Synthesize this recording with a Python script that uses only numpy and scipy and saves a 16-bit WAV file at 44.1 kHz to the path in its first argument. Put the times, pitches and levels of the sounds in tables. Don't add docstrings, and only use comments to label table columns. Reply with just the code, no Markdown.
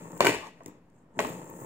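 import sys
import numpy as np
from scipy import signal
from scipy.fft import rfft, irfft
from scipy.io import wavfile
from scipy.ndimage import uniform_filter1d

SR = 44100
rng = np.random.default_rng(int(sys.argv[2]) if len(sys.argv) > 2 else 0)


def output_pcm(signal):
    pcm = np.clip(np.atleast_2d(signal).T, -1, 1) * 32767
    wavfile.write(sys.argv[1], SR, np.round(pcm).astype(np.int16))


def invert_db(level):
    return 10 ** (np.asarray(level, dtype=float) / 20)


N = 72765

# start in seconds, plastic level in dB, table level in dB, steel level in dB,
# favoured mode in Hz.
STOP_CONTACTS = [(0.119, -43, -30.5, -41, 1000), (0.167, -35, -30.5, -48.5, 500),
                 (0.1772, -47.5, -44, -33.5, 450), (0.196, -31, -33, -55, 420),
                 (0.2057, -7, -27, -21.5, 1000), (0.2073, -9, -34.5, -19.5, 600),
                 (0.216, -18.5, -40, -30, 650), (0.224, -18, -43.5, -34.5, 600),
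                 (0.236, -18, -50, -35, 450), (.247, -12, -18.5, -29.5, 500),
                 (0.2485, -16.5, -36.5, -23.5, 560), (0.253, -14.5, -30, -18, 2300),
                 (0.261, -14.5, -30.5, -26.5, 950), (0.2683, -7.5, -32.5, -21, 2300),
                 (0.2703, -17, -11.5, -10.5, 410), (0.276, -21, -29, -28, 1080),
                 (0.281, -21.5, -31.5, -28, 410), (0.288, -19, -23, -29, 410),
                 (0.295, -18, -12.5, -40.5, 2800), (.301, -35, -22, -46.5, 410),
                 (0.329, -28.5, -34.5, -32, 400), (0.346, -26.5, -39.5, -29, 900),
                 (0.445, -47, -47, -61, 1000), (0.479, -53, -69, -62, 2800)]
# start in seconds, plastic level in dB, table level in dB,
# steel level in dB, favoured mode in Hz.
FLICK_CONTACTS = [(0.6062, -41.5, -65, -74.5, 1067), (0.606, -36.5, -56, -79, 589.8),
                  (0.6155, -40.5, -54, -76, 1100), (0.635, -69, -56, -53, 1090),
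                  (0.645, -61, -73, -57, 450), (0.6604, -34.5, -22, -33, 2010),
                  (0.681, -44, -25.5, -44, 1090), (0.6997, -50, -60, -56, 446),
                  (0.901, -62.5, -71, -62.5, 902), (1.171, -57.5, -22, -65, 434),
                  (1.179, -56, -19.5, -70.5, 450), (1.1908, -13.5, -42, -29.5, 2016),
                  (1.192, -13.5, -53, -32.5, 663), (1.199, -18, -40, -39, 930),
                  (1.2037, -18, -57, -26, 500), (1.209, -30, -59, -44, 2140),
                  (1.224, -25.5, -58, -31, 2400), (1.238, -28, -38, -35, 447), (1.2482, -21, -27, -36, 930),
                  (1.253, -25.5, -17, -45, 820), (1.27, -45, -24, -32.5, 450), (1.289, -33, -49, -51, 447),
                  (1.32, -39, -33, -58, 450), (1.37, -63, -49, -47, 450), (1.39, -60, -31, -46, 450)]
# frequency in Hz, level in dB, T60 in seconds.
TABLE_MODES = [(120, -4.5, 0.2), (184.7, -4, 0.047), (258, -7, 0.032), (284, 0, 0.16), (337.3, 10.5, 0.022)]
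# frequency in Hz, level in dB, T60 in seconds.
PLASTIC_MODES = [(440, 0, 0.16), (466, -12, 0.077), (560, -9, .05), (630, 9, 0.032), (902, 3, 0.058),
                 (1120, -3, 0.02), (1090, 0, .04), (1302, -10.5, .03), (1420, -6.5, .035),
                 (1860, 14, 0.012), (2370, 5, 0.015), (2660, 8.5, 0.026), (3380, -10, 0.078),
                 (4340, 22.5, 0.0017)]
# frequency in Hz, level in dB, T60 in seconds.
GRIPPED_MODES = [(355, -2, 0.066), (410, 1.5, 0.046), (568, -4, 0.033), (688, 2.5, 0.017), (940, -8, 0.091),
                 (1036, 0, 0.034), (1090, -4.5, 0.026), (1370, -9.5, .03), (1536, 1.5, 0.039),
                 (1992, -1, .02), (2316, 0.5, 0.031), (2888, 2.5, .02), (3560, -2, 0.021),
                 (4350, 7.5, 0.0045)]
# frequency in Hz, level in dB, T60 in seconds.
PINNED_MODES = [(452, -1, 0.073), (500, -7, 0.12), (569, -3.5, 0.041), (667.5, 3.5, 0.055),
                (790, -29, 0.036), (931, 10, 0.034), (1098, 10.5, 0.022), (1224, -2.5, 0.074),
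                (1515, -1.5, 0.045), (1942, 4, 0.031), (2170, 9, 0.013), (2400, 0, 0.023),
                (2840, 15.5, 0.0051), (3640, 13, 0.0034)]
# frequency in Hz, level in dB, T60 in seconds.
STEEL_MODES = [(4300, -13, .003), (5500, -12, .003), (6750, -2, .01), (7300, 0, .012), (7800, -1, .01),
               (8600, -4, .006), (9400, -7, .004), (10300, -10, .004), (11400, -13, .004),
               (12300, -14, .004), (13100, -7, .005), (14000, -6, .004), (14800, -5, .004),
               (15500, -4, .004)]
# frequency in Hz, level in dB, T60 in seconds.
WOBBLE_MODES = [(178.7, -6.5, 0.16), (237, -14.5, 0.086), (311, -2, 0.027), (466.6, -2, 0.026),
                (546.6, -7, 0.017), (907, -3, 0.028), (1096, -7, 0.03), (1250, -15.5, 0.025),
                (1820, -14.5, 0.017)]
# frequency in Hz, level in dB, T60 in seconds.
THUMP_MODES = [(69.5, -1.5, 0.57), (90, -4, 0.14)]
# time in seconds, level in dB.
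BEARING_AND_RUB = [(0, -57), (.09, -59), (.19, -57), (.3, -50), (.45, -82), (.56, -105), (.68, -67.5),
                   (.82, -99.5), (.91, -91), (.96, -76), (1.01, -77.5), (1.07, -100), (1.13, -83),
                   (1.2, -52), (1.33, -53), (1.37, -57), (1.5, -58.5), (1.65, -54)]
# time in seconds, level in dB.
DRAG_LEVEL = [(0, -54), (.204, -73.5), (.212, -28), (.243, -31.5), (.29, -23.5), (.32, -34.5), (.36, -35.5),
              (.4, -46), (.47, -47.5), (.53, -66), (.62, -66), (.7, -64.5), (.8, -77), (1.13, -85),
              (1.188, -69), (1.2, -36), (1.33, -51.5), (1.48, -65)]
# time in seconds, level in dB.
WOBBLE_LEVEL = [(0, -47), (.1, -46), (.18, -44.5), (.215, -51.5), (.45, -59), (.64, -57), (.68, -49),
                (.79, -62), (.83, -70.5), (1.14, -63), (1.17, -45.5), (1.3, -40), (1.45, -46.5),
                (1.53, -47), (1.65, -41)]
# start in seconds, level in dB, frequency in Hz.
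RING_CLICKS = [(0.47, -43, 5900), (.448, -55, 5100), (.447, -55.5, 14000), (0.634, -53, 7400),
               (0.68, -56, 10000), (.6605, -50, 5300), (.682, -50, 14000), (.688, -52, 14300),
               (1.181, -55, 6000), (1.249, -44, 14200), (1.298, -35, 13000), (1.5, -39, 14300),
               (1.1945, -25, 6300), (1.311, -48, 16000)]
# start in seconds, level in dB.
HAND_THUMPS = [
    (.21, -41.5),
    (0.302, -49),
    (.35, -45.5),
    (1.225, -45.5),
]
# frequency in Hz, T60 in seconds.
ROOM_T60 = [(100, 0.28), (400, 0.31), (1000, 0.13), (3000, 0.45), (8000, 0.24), (15000, 0.15)]
# frequency in Hz, correlation from 0 to 1.
LIKENESS = [(60, .97), (300, .96), (700, .85), (1500, .6), (4000, .15)]
# frequency in Hz, level in dB.
FLOOR_SPECTRUM = [(25, -52), (60, -6.5), (150, 9), (350, -0.5), (700, -7), (1500, -15), (4000, -32),
                  (16000, -40)]

FLOOR_DB = -61.5
BODY_WET_DB, STEEL_WET_DB, ROOM_GAP_S = -9.5, -11, 0.0038
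LEFT_DB, LEFT_LAG_S = 1.38, 0.00011
DETUNE, SCATTER_DB, SIDE_CHANGE = 0.0094, 1, 0.62
CLICK_T60_S, CLICK_SPREAD, THUMP_S = 0.01, 0.093, 0.0094
WOBBLE_PER_S, WOBBLE_SPREAD_DB = 700, 2.5
DRAG_PER_S, DRAG_SPREAD_DB, DRAG_DULL_HZ, DRAG_RING = 2000, 3, 4040, 0.51
RATTLE_PER_S, RATTLE_DB, RATTLE_SPREAD_DB, RATTLE_RING = 2100, -14.5, 1.6, 0.4
SLIDE_START_S, SLIDE_LENGTH_S, SLIDE_DB = 0.3956, 0.1, -45.5
BALLS_PER_S, BALL_SPREAD_DB, FLICKER_DB = 1200, 1.5, 0.8
TOP_DB, TOP_GROWTH = -4.5, 1.9
STRIKE_S, SOFTEN, THUD_S, HARD_DB = 0.0002, 0.3, 0.0015, -28
FAVOUR_DB, FAVOUR_OCTAVES = 11, 0.39
JINGLE_S, FIRST_TICK, CRACK_DB = 0.001, 10, -5
PLASTIC_HIGHPASS = signal.butter(2, 250, "high", fs=SR, output="sos")
RACE_HIGHPASS = signal.butter(4, 6000, "high", fs=SR, output="sos")


def unit_rms(x):
    return x / np.sqrt(np.mean(x ** 2) + 1e-20)


def read(points, hz):
    f, value = np.transpose(points)
    return np.interp(np.log(hz + 1), np.log(f + 1), value)


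def gain_curve(points):
    s, db = np.transpose(points)
    return invert_db(np.interp(np.arange(N) / SR, s, db))


def add(mix, start_s, sound):
    part = mix[:, round(start_s * SR):][:, :sound.shape[1]]
    part += sound[:, :part.shape[1]]


def force_pulse(t, length_s):
    push = np.sin(np.pi * np.minimum(t / length_s, 1)) ** 2
    return push / push.sum()


def mode_chance():
    return rng.standard_normal((4, 14))


def ring(modes, chance, longer=1):
    t = np.arange(4000) / SR
    hz, db, t60 = np.transpose(modes)[:, :, None]
    detune, scatter, polarity, side = chance[:, :len(modes), None]
    sign = np.where(polarity + 0.6 > 0, -1, 1)
    likeness = np.clip(read(LIKENESS, hz), -1, 1)
    turn = SIDE_CHANGE * np.pi * np.sqrt(1 - likeness ** 2) * side
    fade = sign * invert_db(db + SCATTER_DB * scatter - 60 * t / (t60 * longer))
    angle = 2 * np.pi * hz * (1 + DETUNE * detune) * t
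    onset = np.minimum(t * hz * 2, 1)
    left = (fade * np.sin(angle)).sum(0)
    right = (fade * np.sin(angle + turn * onset)).sum(0)
    taper = np.cos(t / t[-1] * np.pi / 2)
    return np.array([left, right]) * taper / np.sqrt((invert_db(db) ** 2).sum())


def grains(modes, per_s, spread_db, longer=1):
    size = invert_db(spread_db * np.minimum(rng.exponential(1, N), 5))
    size = size * (rng.random(N) < per_s / SR) * rng.choice([-1, 1], N)
    version = rng.integers(0, 4, N)
    out = np.zeros((2, N))
    for k in range(4):
        ticks = (size * (version == k))[None]
        out += signal.oaconvolve(ticks, ring(modes, mode_chance(), longer))[:, :N]
    return unit_rms(out)


def noise_spectra(size):
    hz = np.fft.rfftfreq(512, 1 / SR)
    a, b, c, d = rng.standard_normal((size // 128 + 5, 257, 4)).T
    same = np.clip(read(LIKENESS, hz), -1, 1)[:, None]
    left = a + 1j * b
    right = same * left + np.sqrt(1 - same ** 2) * (c + 1j * d)
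    return hz, np.array([left, right])


def floor():
    hz, z = noise_spectra(N)
    shaped = z * invert_db(read(FLOOR_SPECTRUM, hz))[:, None]
    noise = signal.istft(shaped, nperseg=512, noverlap=384)[1][:, :N]
    return invert_db(FLOOR_DB) * unit_rms(noise)


def room(x):
    hz, z = noise_spectra(SR)
    t = np.arange(z.shape[2]) * 128 / SR
    decay = invert_db(-60 * t / read(ROOM_T60, hz)[:, None])
    tail = signal.istft(z * decay, nperseg=512, noverlap=384)[1]
    tail = tail * np.clip(np.arange(tail.shape[1]) / SR / ROOM_GAP_S - 1, 0, 1)
    return signal.fftconvolve(x[:1], tail / np.linalg.norm(tail[0]), axes=1)[:, :N]


def clicks_and_thumps():
    out = np.zeros((2, N))
    t = np.arange(400)[None] / SR
    for start_s, db, hz in RING_CLICKS:
        group = [(hz * (1 + CLICK_SPREAD * k), 0, CLICK_T60_S) for k in (-1, 0, 1)]
        add(out, start_s, invert_db(db) * ring(group, mode_chance()))
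    push = force_pulse(t, min(THUMP_S, t.max()))
    thump = signal.oaconvolve(ring(THUMP_MODES, np.zeros((4, 14))), push)
    for start_s, db in HAND_THUMPS:
        add(out, start_s, invert_db(db) * thump)
    return signal.sosfilt(signal.butter(2, 55, "high", fs=SR, output="sos"), out)


def wobble():
    return gain_curve(WOBBLE_LEVEL) * grains(WOBBLE_MODES, WOBBLE_PER_S, WOBBLE_SPREAD_DB)


def drag():
    dull = [(hz, db - 20 * np.log10(1 + (hz / DRAG_DULL_HZ) ** 2), t60) for hz, db, t60 in PLASTIC_MODES]
    slips = signal.sosfilt(PLASTIC_HIGHPASS, grains(dull, DRAG_PER_S, DRAG_SPREAD_DB, DRAG_RING))
    rattle = invert_db(RATTLE_DB) * grains(STEEL_MODES, RATTLE_PER_S, RATTLE_SPREAD_DB, RATTLE_RING)
    progress = np.clip((np.arange(N) / SR - SLIDE_START_S) / SLIDE_LENGTH_S, 0, 1)
    stroke = abs(np.sin(np.pi * progress)) ** 0.5
    slide = invert_db(SLIDE_DB) * stroke * grains(PLASTIC_MODES[4:7], DRAG_PER_S, DRAG_SPREAD_DB)
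    return gain_curve(DRAG_LEVEL) * (slips + rattle) + slide


def bearing():
    drift = uniform_filter1d(uniform_filter1d(rng.standard_normal(N), size=900), size=500)
    effort = gain_curve(BEARING_AND_RUB) * invert_db(FLICKER_DB * unit_rms(drift))
    top = invert_db(TOP_DB - 64.5) * (effort / invert_db(-59.5)) ** TOP_GROWTH
    low_ticks = effort * grains(STEEL_MODES[2:6], BALLS_PER_S, BALL_SPREAD_DB)
    high_ticks = top * grains(STEEL_MODES[6:], BALLS_PER_S, BALL_SPREAD_DB)
    return signal.sosfilt(RACE_HIGHPASS, low_ticks + high_ticks)


def favour(modes, place_hz):
    struck = []
    for hz, db, t60 in modes:
        octaves = np.log2(hz / place_hz)
        struck.append((hz, db + FAVOUR_DB * np.exp(-(octaves / FAVOUR_OCTAVES) ** 2), t60))
    return struck


def contacts():
    body, steel = np.zeros((2, N)), np.zeros((2, N))
    t = np.arange(400)[None] / SR
    crack = np.array([[-1, -0.6, 1, 0.6], [-0.6, -1, 0.6, 1]])
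    events = [(GRIPPED_MODES, row) for row in STOP_CONTACTS]
    events += [(PINNED_MODES, row) for row in FLICK_CONTACTS]
    for modes, (start_s, plastic_db, table_db, steel_db, place_hz) in events:
        plastic_chance, table_chance, steel_chance = mode_chance(), mode_chance(), mode_chance()
        table_chance[2] = -1
        if plastic_db > HARD_DB:
            plastic_chance[2] = 1
        strike_s = min(STRIKE_S * invert_db(-SOFTEN * (plastic_db + 10)), THUD_S)
        plastic = signal.sosfilt(PLASTIC_HIGHPASS, ring(favour(modes, place_hz), plastic_chance))
        plastic = signal.oaconvolve(plastic, force_pulse(t, strike_s))
        thud = signal.oaconvolve(ring(TABLE_MODES, table_chance), force_pulse(t, THUD_S))
        shake = (rng.standard_normal(400) ** 3 + FIRST_TICK * (t == 0)) * np.exp(-t / JINGLE_S)
        jingle = signal.oaconvolve(ring(STEEL_MODES, steel_chance), shake / np.linalg.norm(shake))
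        add(body, start_s, invert_db(plastic_db) * plastic)
        add(body, start_s, invert_db(table_db - 11.5) * thud)
        add(steel, start_s, invert_db(steel_db) * jingle)
        add(steel, start_s, invert_db(steel_db + CRACK_DB) * crack)
    return body, steel


def scene():
    body, steel = contacts()
    body = body + drag() + wobble()
    steel = steel + bearing()
    balance = invert_db([[LEFT_DB], [-LEFT_DB]])
    lag = np.exp(-2j * np.pi * np.fft.rfftfreq(N, 1 / SR) * [[LEFT_LAG_S], [0]])
    direct = irfft(rfft(body + steel) * lag, N)
    near = direct + room(invert_db(BODY_WET_DB) * body + invert_db(STEEL_WET_DB) * steel)
    near = signal.sosfilt(signal.butter(6, 105, "high", fs=SR, output="sos"), near * balance)
    return near + floor() + clicks_and_thumps() * balance


def low_pass(x):
    return signal.sosfilt(signal.butter(12, 16980, fs=SR, output="sos"), x)


def record(dry):
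    band_limit = signal.firwin(301, 15850, window=("kaiser", 9), fs=SR)
    mix = signal.oaconvolve(dry, band_limit[None], "same") - 0.0006
    return low_pass(mix)


dry = scene()
out = record(dry)
output_pcm(out)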